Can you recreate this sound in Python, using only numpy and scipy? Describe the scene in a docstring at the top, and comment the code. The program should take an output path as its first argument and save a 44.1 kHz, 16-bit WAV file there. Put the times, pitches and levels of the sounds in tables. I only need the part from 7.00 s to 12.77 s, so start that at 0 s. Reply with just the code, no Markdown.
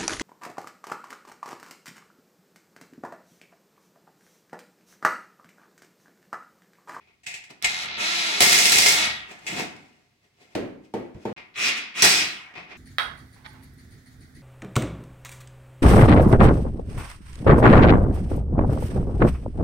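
"""A cordless impact driver runs two screws into an aluminium track in a bare, hard-floored room: one close, one further off.
Its gears tick faster as the trigger is squeezed; the bit chatters and slips on the screw head and the track rings.
Pulse trains and noise make the gears and contacts, resonators the ringing metal, and dying noise the room.
Between the screws the track turns in the hand with a few dull knocks; everything drops out briefly before the second.
Two microphones hear the bass alike and the fine detail partly apart, over a quiet bed of room air."""
import sys
import numpy as np
from scipy import signal
from scipy.fft import rfft, irfft, next_fast_len
from scipy.io import wavfile
from scipy.ndimage import uniform_filter1d

SR = 44100
rng = np.random.default_rng(int(sys.argv[2]) if len(sys.argv) > 2 else 0)


def to_wav(sig):
    """Store sig (one row per channel, or 1-D mono) as 16-bit WAV at the path in sys.argv[1].

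    Samples outside -1..1 are clipped; the rate is SR.
    """
    pcm = np.clip(np.atleast_2d(sig), -1, 1) * 32767
    pcm = np.round(pcm).astype(np.int16)
    wavfile.write(sys.argv[1], SR, pcm.T)  # frames by channels


N = 254456
TIME = np.arange(N) / SR

# Table levels are relative; the sources and the mix set further gains.
# Quiet air of the room: (frequency [Hz], level [dB])
AIR_COLOUR = [(15, -28.5), (40, 1), (105, 6.5), (400, -8.5), (1300, -17), (2100, -13.5), (4500, -15),
              (10000, -26), (16000, -30)]
AIR_GAIN = 1.25 * 10 ** (-70.5 / 20)  # linear
# Reverberation of the bare room: (frequency [Hz], time to fall 60 dB [s])
ROOM_DECAY = [(100, 1), (400, 0.61), (1000, 0.67), (2300, 0.6), (4500, 0.42), (8000, 0.34), (15000, 0.18)]
# Total dropout before the second screw: (start [s], end [s])
DROPOUT = (4.329, 4.364)
# Soft low bumps of air and handling at the microphones: (peak time [s], level [dB], swell [s], decay [s])
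MIC_BUMPS = [(2.01, -43.5, 0.042, 0.13), (4.152, -35.5, .005, .022)]
# Their low tone: (frequency [Hz], level [dB])
MIC_BUMP_COLOUR = [(20, -13.5), (70, 3), (120, -1), (200, -11.5), (500, -30.5), (2000, -81.5)]
# Dull knocks: (time [s], level [dB], contact softness as cut-off [Hz], crisp tick level [dB])
KNOCK_BLOWS = [(3.551, -5.5, 240.4, -28), (3.9383, -11, 1207, -38), (4.145, -29.5, 91, -58),
               (4.2524, -10, 800, -41.5)]
# Low modes rung by the knocks: (frequency [Hz], level [dB], time to fall 60 dB [s])
KNOCK_RINGS = [(109, -16, 0.107), (206, -11, 0.27), (262.2, -14, 0.42), (308, -31, 0.55), (337, -5.5, 0.13),
               (450, -9, 0.14), (474.5, -18.5, 0.31), (506, -9.5, 0.15), (769, -4, 0.061), (913, -4, 0.053)]
# Tone of the knocks' thump: (frequency [Hz], level [dB])
THUMP_COLOUR = [(40, -15), (110, -7.5), (300, 7.5), (550, 0), (900, -12), (1200, -16.5), (2200, -17),
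                (5000, -33), (16000, -50)]
# The track slides and turns in the hand: (peak time [s], level [dB], swell [s], decay [s])
HAND_STROKES = [(0.505, -41, 0.0053, 0.011), (2.315, -42, 0.023, 0.023), (2.47, -42, 0.0015, 0.18),
                (2.605, -26.5, 0.059, 0.023), (3.245, -64, 0.011, 0.024), (3.42, -54.5, 0.027, .035),
                (3.535, -57.5, 0.039, 0.0068), (3.85, -59.5, 0.014, .02), (4.235, -54.5, .04, .02)]
# Tone of the handling and of the knocks' crisp ticks: (frequency [Hz], level [dB])
HAND_COLOUR = [(40, -34.5), (90, -8.5), (260, 6), (550, -3.5), (730, -3.5), (1250, -8), (2550, -3),
               (3200, -7.5), (8000, -14.5), (11000, -26), (16000, -28.5)]
# The driver is shifted on the screw and lifted off: (peak time [s], level [dB])
DRIVER_SHIFTS = [(0.006, -60.5), (0.085, -61.5), (4.379, -41.5), (5.571, -36), (5.715, -41)]
SHIFT_SWELL_S, SHIFT_DECAY_S = 0.021, 0.031
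# Tone of those shifts: (frequency [Hz], level [dB])
DRIVER_SHIFT_COLOUR = [(40, -10.5), (90, -8.5), (290, 2), (600, -7), (1000, -5), (1600, -6.5), (2400, 1.5),
                       (3300, -9), (5500, -18), (7000, -28), (16000, -48)]
# Resonances of the track and the driver's nose: (frequency [Hz], width [Hz], level [dB])
TRACK_MODES = [(732, 38, 1.5), (885, 9.8, -3.5), (1910, 21, 2), (2104, 30, 2.5), (2194, 14, 5),
               (2490, 39, -2), (3160, 2.7, -4.5), (3340, 4.2, -1.5), (3430, 3.6, -5.5), (5260, 240, -8),
               (5445, 8.3, -6), (5730, 32, -11.5)]
# Bit and screw rattle against the track: (time [s], level [dB], decay [s])
RATTLE_FLURRIES = [(0.233, -52.5, 0.036), (0.262, -32, 0.039), (0.338, -34, 0.022), (0.438, -46, 0.015),
                   (0.644, -14.5, 0.014), (2.388, -46, 0.006), (2.466, -30, 0.054)]
# Tone of the rattles: (frequency [Hz], level [dB])
RATTLE_TONE = [(100, -18.5), (550, -22.5), (800, -13), (1200, -23.5), (2100, -2.5), (2600, 0), (3200, -9),
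               (5600, -13), (7700, -9), (10500, -26), (16000, -31)]
# Single clicks of trigger and bit: (time [s], level [dB])
LONE_CLICKS = [(0.5035, -41), (0.625, 1), (2.458, -34), (2.765, -25)]
# The bit jumps out of the cross and bites again: (time [s], level [dB])
BIT_SLIPS = [(1.406, -3), (1.42, -5), (1.436, -20), (1.52, -7.5), (1.528, -10), (1.587, -6.5), (1.655, -6),
             (1.720, -3.5), (1.784, -3.5), (1.861, -3.5), (1.886, -11), (5.022, 0), (5.04, -6),
             (5.047, -8.5)]
# The hardest slips jolt the whole track: (time [s], level [dB])
TRACK_JOLTS = [(1.407, -19.5), (5.022, -22), (5.036, -22.5)]
JOLT_DECAY_S = 0.028
# Tone of the jolts: (frequency [Hz], level [dB])
JOLT_TONE = [(60, -21), (240, -1), (520, -5), (750, -5.5), (1300, -1), (2000, -6.5), (8000, -44.5)]
# The bit chatters on the screw head: (start [s], end [s], level [dB])
CHATTER_SPELLS = [(1.399, 1.92, -18), (5.021, 5.125, -20.5)]
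# Tone of the chatter, slips and clicks: (frequency [Hz], level [dB])
BIT_COLOUR = [(40, -31.5), (100, -12.5), (260, -3.5), (560, -9.5), (750, -4.5), (1100, -10), (1750, -1.5),
              (2150, 3), (2800, 1), (5300, 2.5), (8300, -0.5), (11500, -10), (16000, -12)]
BITE_S, LET_GO_S = .002, .06  # attack and release of the chatter
FLARE_GAIN, FLARE_DECAY_S = 2 * 10 ** (-16 / 20), 0.022  # linear gain on the slip table's level
# The trigger is held at one setting: (start [s], end [s], gear ticks [1/s], level [dB], glide time [s])
TRIGGER_PULLS = [(0.615, 0.84, 86, -31.5, 0.0062), (0.843, 0.968, 71, -34, 0.0074),
                 (0.968, 1.278, 333, -25.5, .012), (1.279, 1.931, 283, -26.5, .012),
                 (1.934, 2.057, 322, -22.5, .015), (4.533, 4.687, 300, -20.5, .035),
                 (4.744, 4.78, 212, -29, 0.014), (4.935, 5.217, 310, -23, 0.02)]
COAST_S, UNLOAD_S = .3, 0.044  # trigger let go: the rotor slows, the gears fall quiet
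SOFTEN_S, SOFT_HZ = 0.011, 4840  # without drive the teeth soon meet softly and lose their treble
CRAWL_TICKS_PER_S = 76  # at or below this setting the gears crawl and sound dull
# Gear tone, one table for the first screw and one for the second: (frequency [Hz], level [dB])
GEAR_TONES = [
    [(100, -29.5), (200, -6.5), (450, -16), (900, -7.5), (1100, -10.5), (1380, -3.5), (1650, -6), (2300, 0),
     (3200, -2), (4000, 1.5), (4800, -5), (6200, -7), (10000, -19.5), (16000, -33.5)],
    [(60, -42), (270, -9), (450, -18), (950, -18), (1350, -8), (1650, -10), (2500, 1), (3100, -3.5),
     (5400, -2.5), (8000, -13.5), (16000, -31.5)],
]
# Wavering whine: (multiple of the tick rate, level [dB])
WHINE_TONES = [(0.639, -32), (1.002, -26), (1.5, -24.5), (3, -35)]
# Rough tones of the free-running teeth: (multiple of the tick rate, level [dB])
FREE_TONES = [(7.3, -5.5), (13, -4), (17, -1.5)]
FULL_TICKS_PER_S, COAST_GROWTH = 320, 2.4  # coasting tones grow as this power of the speed
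COAST_WAVERS_PER_S = 700  # how fast their strength changes


def from_db(db):
    """Level in dB to linear amplitude."""
    return 10 ** (np.asarray(db) / 20)


def rms_one(x):
    """Scale to an rms of 1."""
    return x / np.sqrt(np.mean(x ** 2) + 1e-20)


def at_hz(points, hz):
    """Read a table on a log-frequency axis."""
    known_hz, values = np.transpose(points)
    return np.interp(np.log(np.maximum(hz, 1)), np.log(known_hz), values)


def colour(x, spectrum, size=8192):
    """Causal (minimum-phase) filter with the given spectrum and unit power gain."""
    level_db = at_hz(spectrum, np.fft.rfftfreq(size, 1 / SR))
    cepstrum = irfft(np.log(from_db(level_db)))
    # folding the cepstrum forward in time makes the filter causal
    cepstrum[1:size // 2] *= 2
    cepstrum[size // 2 + 1:] = 0
    response = irfft(np.exp(rfft(cepstrum)))[:size // 2]
    response = response / np.linalg.norm(response)
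    return signal.oaconvolve(np.atleast_2d(x), [response], axes=1)[:, :N]


def resonance(x, hz, width_hz):
    """Two-pole band-pass with gain 1 at its centre."""
    r = np.exp(-np.pi * width_hz / SR)
    feedback = [1, -2 * r * np.cos(2 * np.pi * hz / SR), r * r]
    return signal.lfilter(np.array([1, 0, -1]) * (1 - r * r) / 2, feedback, x + 1e-18)


def two_ways(draw, shared=0.23):
    """Each microphone receives partly the same fine detail and partly its own."""
    return np.sqrt(shared) * draw() + np.sqrt(1 - shared) * np.array([draw(), draw()])


def hiss():
    """Stereo white noise."""
    return two_ways(lambda: rng.standard_normal(N))


def drift(per_s):
    """Smooth chance with a spread of about 1."""
    knots = rng.standard_normal(8192)
    return np.interp(TIME * per_s, np.arange(len(knots)), knots)


def strokes_at(rows):
    """One impulse for each row (time [s], level [dB])."""
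    out = np.zeros(N)
    for s, db in rows:
        out[int(s * SR)] += from_db(db)
    return out


def cycle_starts(per_s):
    """1 at the start of every cycle of a varying rate."""
    return np.diff(np.floor(np.cumsum(per_s) / SR), prepend=0)


def dying(strokes, seconds):
    """Each stroke jumps to its height and dies exponentially."""
    return signal.lfilter([1], [1, -np.exp(-1 / (seconds * SR))], strokes + 1e-18)


def crackle(strokes, seconds):
    """Every contact is a short crack of noise."""
    return dying(strokes, seconds) * hiss()


def grains(per_s, spread_db):
    """Random tiny contacts of uneven size; rms 1."""
    size_db = spread_db * np.clip(rng.standard_normal(N), -2, 2)
    sizes = from_db(size_db) * (rng.random(N) < per_s / SR)
    return rms_one(sizes * two_ways(lambda: rng.choice([-1, 1], N)))


def swells(rows):
    """Each stroke (peak time [s], level [dB], swell [s], decay [s]) grows to its peak and dies away."""
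    out = np.zeros(N)
    for s, db, rise_s, fall_s in rows:
        near = slice(*np.searchsorted(TIME, [s - 10 * rise_s, s + 10 * fall_s]))
        away = np.maximum((s - TIME[near]) / rise_s, (TIME[near] - s) / fall_s)
        out[near] += from_db(db) * np.exp(-away)
    return out


def held(rows, release_s):
    """Ease into each setting (start [s], end [s], value, glide [s]); sink to zero when it is let go."""
    out = np.zeros(N)
    sinking = np.exp(-np.minimum(TIME / release_s, 40))
    for start, stop, value, glide_s in rows:
        on, off = int(start * SR), int(stop * SR)
        u = TIME[:off - on] / glide_s
        out[on:off] = value + (out[on] - value) * (1 + u) * np.exp(-u)
        out[off:] = out[off - 1] * sinking[:N - off]
    return np.maximum(out, 0)


def air():
    """The quiet of the room: steady coloured noise."""
    return AIR_GAIN * colour(hiss(), AIR_COLOUR)


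def diffuse(t60_scale, build_s, count=10):
    """Stereo response of scattered echoes: octave-like bands die at their own rate."""
    t = TIME[:SR]
    hz = np.fft.rfftfreq(SR, 1 / SR)
    field = rfft(rng.standard_normal((2, SR)))
    centres = np.geomspace(40, 16000, count)
    out = 0
    for centre, pick in zip(centres, np.eye(count)):
        band = irfft(field * at_hz(np.c_[centres, pick], hz), SR)
        t60 = t60_scale * at_hz(ROOM_DECAY, centre)
        out = out + band * from_db(-60 * t / t60)
    out = out * (1 - np.exp(-(t / build_s) ** 2))
    return out / np.sqrt(np.sum(out ** 2) / 2)


def surroundings(t60_scale, early_db):
    """The room's tail plus quick echoes off the floor and walls."""
    out = diffuse(t60_scale, build_s=0.0021) + from_db(early_db) * diffuse(0.077, build_s=0.002)
    return out / np.sqrt(np.sum(out ** 2) / 2)


def place(x, response, wet_db, lag_s):
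    """Direct sound reaches the right side later; room sound joins it and the power sum is normalized."""
    direct = np.array([x[0], np.roll(x[1], round(lag_s * SR))])
    wet = from_db(wet_db)
    echoes = signal.fftconvolve(x, response, axes=1)[:, :N]
    return (direct + wet * echoes) / np.sqrt(1 + wet ** 2)


def bumps():
    """Air and handling at the microphones: swelling low noise."""
    return swells(MIC_BUMPS) * colour(hiss(), MIC_BUMP_COLOUR)


def knocks(thump_db, ring_db):
    """A soft blow gives a thump, a faint tick and a cluster of low ringing modes."""
    push, ringing = np.zeros(N), np.zeros(N)
    for s, db, soft_hz, _ in KNOCK_BLOWS:
        # a softer contact pushes for longer
        r = np.exp(-2 * np.pi * soft_hz / SR)
        push += signal.lfilter([1 - r], [1, -r], strokes_at([(s, db)]) + 1e-18)
    for k, (hz, db, t60) in enumerate(KNOCK_RINGS):
        r = np.exp(-np.log(1000) / (t60 * SR))
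        w = 2 * np.pi * hz / SR
        mode = signal.lfilter([0, np.sin(w)], [1, -2 * r * np.cos(w), r * r], push)
        ringing += (-1) ** k * from_db(db + ring_db) * mode
    thump = from_db(thump_db) * colour(crackle(push, 0.06), THUMP_COLOUR)
    ticks = crackle(strokes_at([(s, tick_db) for s, _, _, tick_db in KNOCK_BLOWS]), 0.01)
    return ringing + thump + colour(ticks, HAND_COLOUR)


def rubbing(strokes, spectrum, per_s):
    """Sliding contact: dense tiny catches under each stroke."""
    return colour(swells(strokes) * grains(per_s, spread_db=1.0), spectrum)


def handling():
    """The track slides and turns in the hand."""
    return rubbing(HAND_STROKES, HAND_COLOUR, per_s=3600)


def driver_shifts():
    """The driver's nose rubs with sparser catches as it is shifted and lifted."""
    strokes = [(s, db, SHIFT_SWELL_S, SHIFT_DECAY_S) for s, db in DRIVER_SHIFTS]
    return rubbing(strokes, DRIVER_SHIFT_COLOUR, per_s=730)


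def track(x):
    """The metal adds its resonances to whatever shakes it."""
    return x + sum(from_db(db) * resonance(x, hz, width_hz) for hz, width_hz, db in TRACK_MODES)


def rattles():
    """Short dying flurries of metal contacts, and lone clicks."""
    flurries = sum(dying(strokes_at([(s, db)]), seconds) for s, db, seconds in RATTLE_FLURRIES)
    clicks = crackle(strokes_at(LONE_CLICKS), 0.0007)
    rattling = colour(flurries * grains(4000, spread_db=5.5), RATTLE_TONE)
    return rattling + from_db(-17) * colour(clicks, BIT_COLOUR)


def slips():
    """Hard cracks as the bit drops back into the cross, and the low jolt of the track."""
    jolts = colour(crackle(strokes_at(TRACK_JOLTS), JOLT_DECAY_S), JOLT_TONE)
    cracks = colour(crackle(strokes_at(BIT_SLIPS), 0.0017), BIT_COLOUR)
    return from_db(-2.5) * cracks + jolts


def chatter(spell, blows_per_s, grind_db):
    """The bit hammers unevenly on the screw head and grinds between blows, flaring after each slip."""
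    start, stop, db = spell
    nearby_slips = [row for row in BIT_SLIPS if start - .5 < row[0] < stop + .5]
    flares = FLARE_GAIN * dying(strokes_at(nearby_slips), FLARE_DECAY_S)
    pressure = np.hypot(held([(start, stop, from_db(db), BITE_S)], LET_GO_S), flares)
    blows = cycle_starts(blows_per_s * (1 + .15 * drift(120))) * from_db(2.6 * drift(200))
    grinding = from_db(grind_db) * grains(9000, spread_db=-2.5)
    force = rms_one(crackle(blows, 0.0016)) + grinding
    return pressure * colour(rms_one(force), BIT_COLOUR)


def disperse(x, delay_s, at_pitch_hz):
    """Bending waves travel faster at high pitch, so each tick arrives as a tiny falling chirp."""
    size = next_fast_len(N + SR)
    hz = np.fft.rfftfreq(size, 1 / SR)
    phase = -4j * np.pi * delay_s * np.sqrt(hz * at_pitch_hz)
    return irfft(rfft(x, size) * np.exp(phase), size)[:N]


def gears(pulls, spectrum, dispersion_s, mesh_db, whirr_db, whine_db, coast_db):
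    """Alternating ticks, gritty teeth, bearing whirr and whine; rough tones fall as the rotor coasts."""
    rotor = held([(on, off, per_s, glide) for on, off, per_s, _, glide in pulls], COAST_S)
    load = held([(on, off, from_db(db), glide) for on, off, _, db, glide in pulls], UNLOAD_S)
    # 1 under drive, 0 at a crawl or with the trigger let go
    driven = held([(on, off, per_s > CRAWL_TICKS_PER_S, glide) for on, off, per_s, _, glide in pulls], SOFTEN_S)
    speed = np.maximum(rotor, 20) * (1 + .012 * drift(120) + .03 * drift(18))
    turn = 2 * np.pi * np.cumsum(speed) / SR

    strong_weak = 1 + .15 * np.cos(turn / 2)
    ticks = cycle_starts(speed) * strong_weak * from_db(1.2 * drift(300)) / np.sqrt(speed)
    teeth = crackle(cycle_starts(speed * 2) / np.sqrt(speed), 0.00051)
    force = rms_one(disperse(ticks, dispersion_s, at_pitch_hz=4021))
    force = force + from_db(mesh_db) * rms_one(teeth)
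    whirr = from_db(whirr_db) * hiss()
    bright = colour(rms_one(force + whirr), spectrum)
    dull = signal.sosfilt(signal.butter(4, SOFT_HZ, fs=SR, output="sos"), bright)
    body = np.sqrt(driven) * bright + np.sqrt(np.maximum(1 - driven, 0)) * dull

    whine = sum(from_db(db + whine_db + 3 * drift(20)) * np.sin(multiple * turn)
                for multiple, db in WHINE_TONES)
    tones = sum(from_db(db + coast_db) * drift(COAST_WAVERS_PER_S) * np.sin(multiple * turn)
                for multiple, db in FREE_TONES)
    coasting = (rotor / FULL_TICKS_PER_S) ** COAST_GROWTH * tones
    return load * (body + whine) + (1 - driven) * coasting


def scene():
    """The first screw is close by, the second further off; nothing close rings on across the dropout."""
    room = surroundings(0.89, early_db=-3.5)
    early = TIME < DROPOUT[0]
    first_pulls = [p for p in TRIGGER_PULLS if p[0] < DROPOUT[0]]
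    second_pulls = [p for p in TRIGGER_PULLS if p[0] > DROPOUT[1]]

    first = gears(first_pulls, GEAR_TONES[0], dispersion_s=.004,
                  mesh_db=0, whirr_db=-5, whine_db=-3.5, coast_db=-30.5)
    first += chatter(CHATTER_SPELLS[0], blows_per_s=155, grind_db=1.5)
    second = gears(second_pulls, GEAR_TONES[1], dispersion_s=.005,
                   mesh_db=-0.5, whirr_db=0.5, whine_db=-6.5, coast_db=-32)
    second += chatter(CHATTER_SPELLS[1], blows_per_s=165, grind_db=0.5)
    cracks = slips()

    close = track(first + cracks * early + rattles() + handling())
    far = track(second + cracks * ~early + driver_shifts())
    close_in_room = place(close, room, wet_db=-2.5, lag_s=.0003)
    knock_room = surroundings(0.8, early_db=-9.5)
    close_in_room += place(knocks(thump_db=-17, ring_db=-8.5), knock_room, wet_db=-4.5, lag_s=.00007)
    far_in_room = place(far, room, wet_db=0.0, lag_s=.00004)
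    return close_in_room * early + far_in_room + bumps() + air()


def record(dry):
    """Both microphones hear long waves alike, the right brighter; a brief dropout, rounded peaks, top cut."""
    side = signal.sosfilt(signal.butter(1, 420, "high", fs=SR, output="sos"), (dry[0] - dry[1]) / 2)
    ports = dry.mean(axis=0) + side * [[1], [-1]]
    ports = signal.sosfilt(signal.butter(1, 40, "high", fs=SR, output="sos"), ports)
    # treble is taken from the left and added to the right
    ports = ports + from_db(-20) * resonance(ports, hz=10370, width_hz=14000) * [[-1], [1]]
    audible = (TIME < DROPOUT[0]) | (TIME > DROPOUT[1])
    heard = uniform_filter1d(1. * audible, size=64)  # softened edges
    rounded = 1.1 * np.tanh(ports * heard / 1.1)
    return signal.sosfilt(signal.ellip(12, .1, 90, 16200, fs=SR, output="sos"), rounded)


dry = scene()
out = record(dry)
to_wav(out)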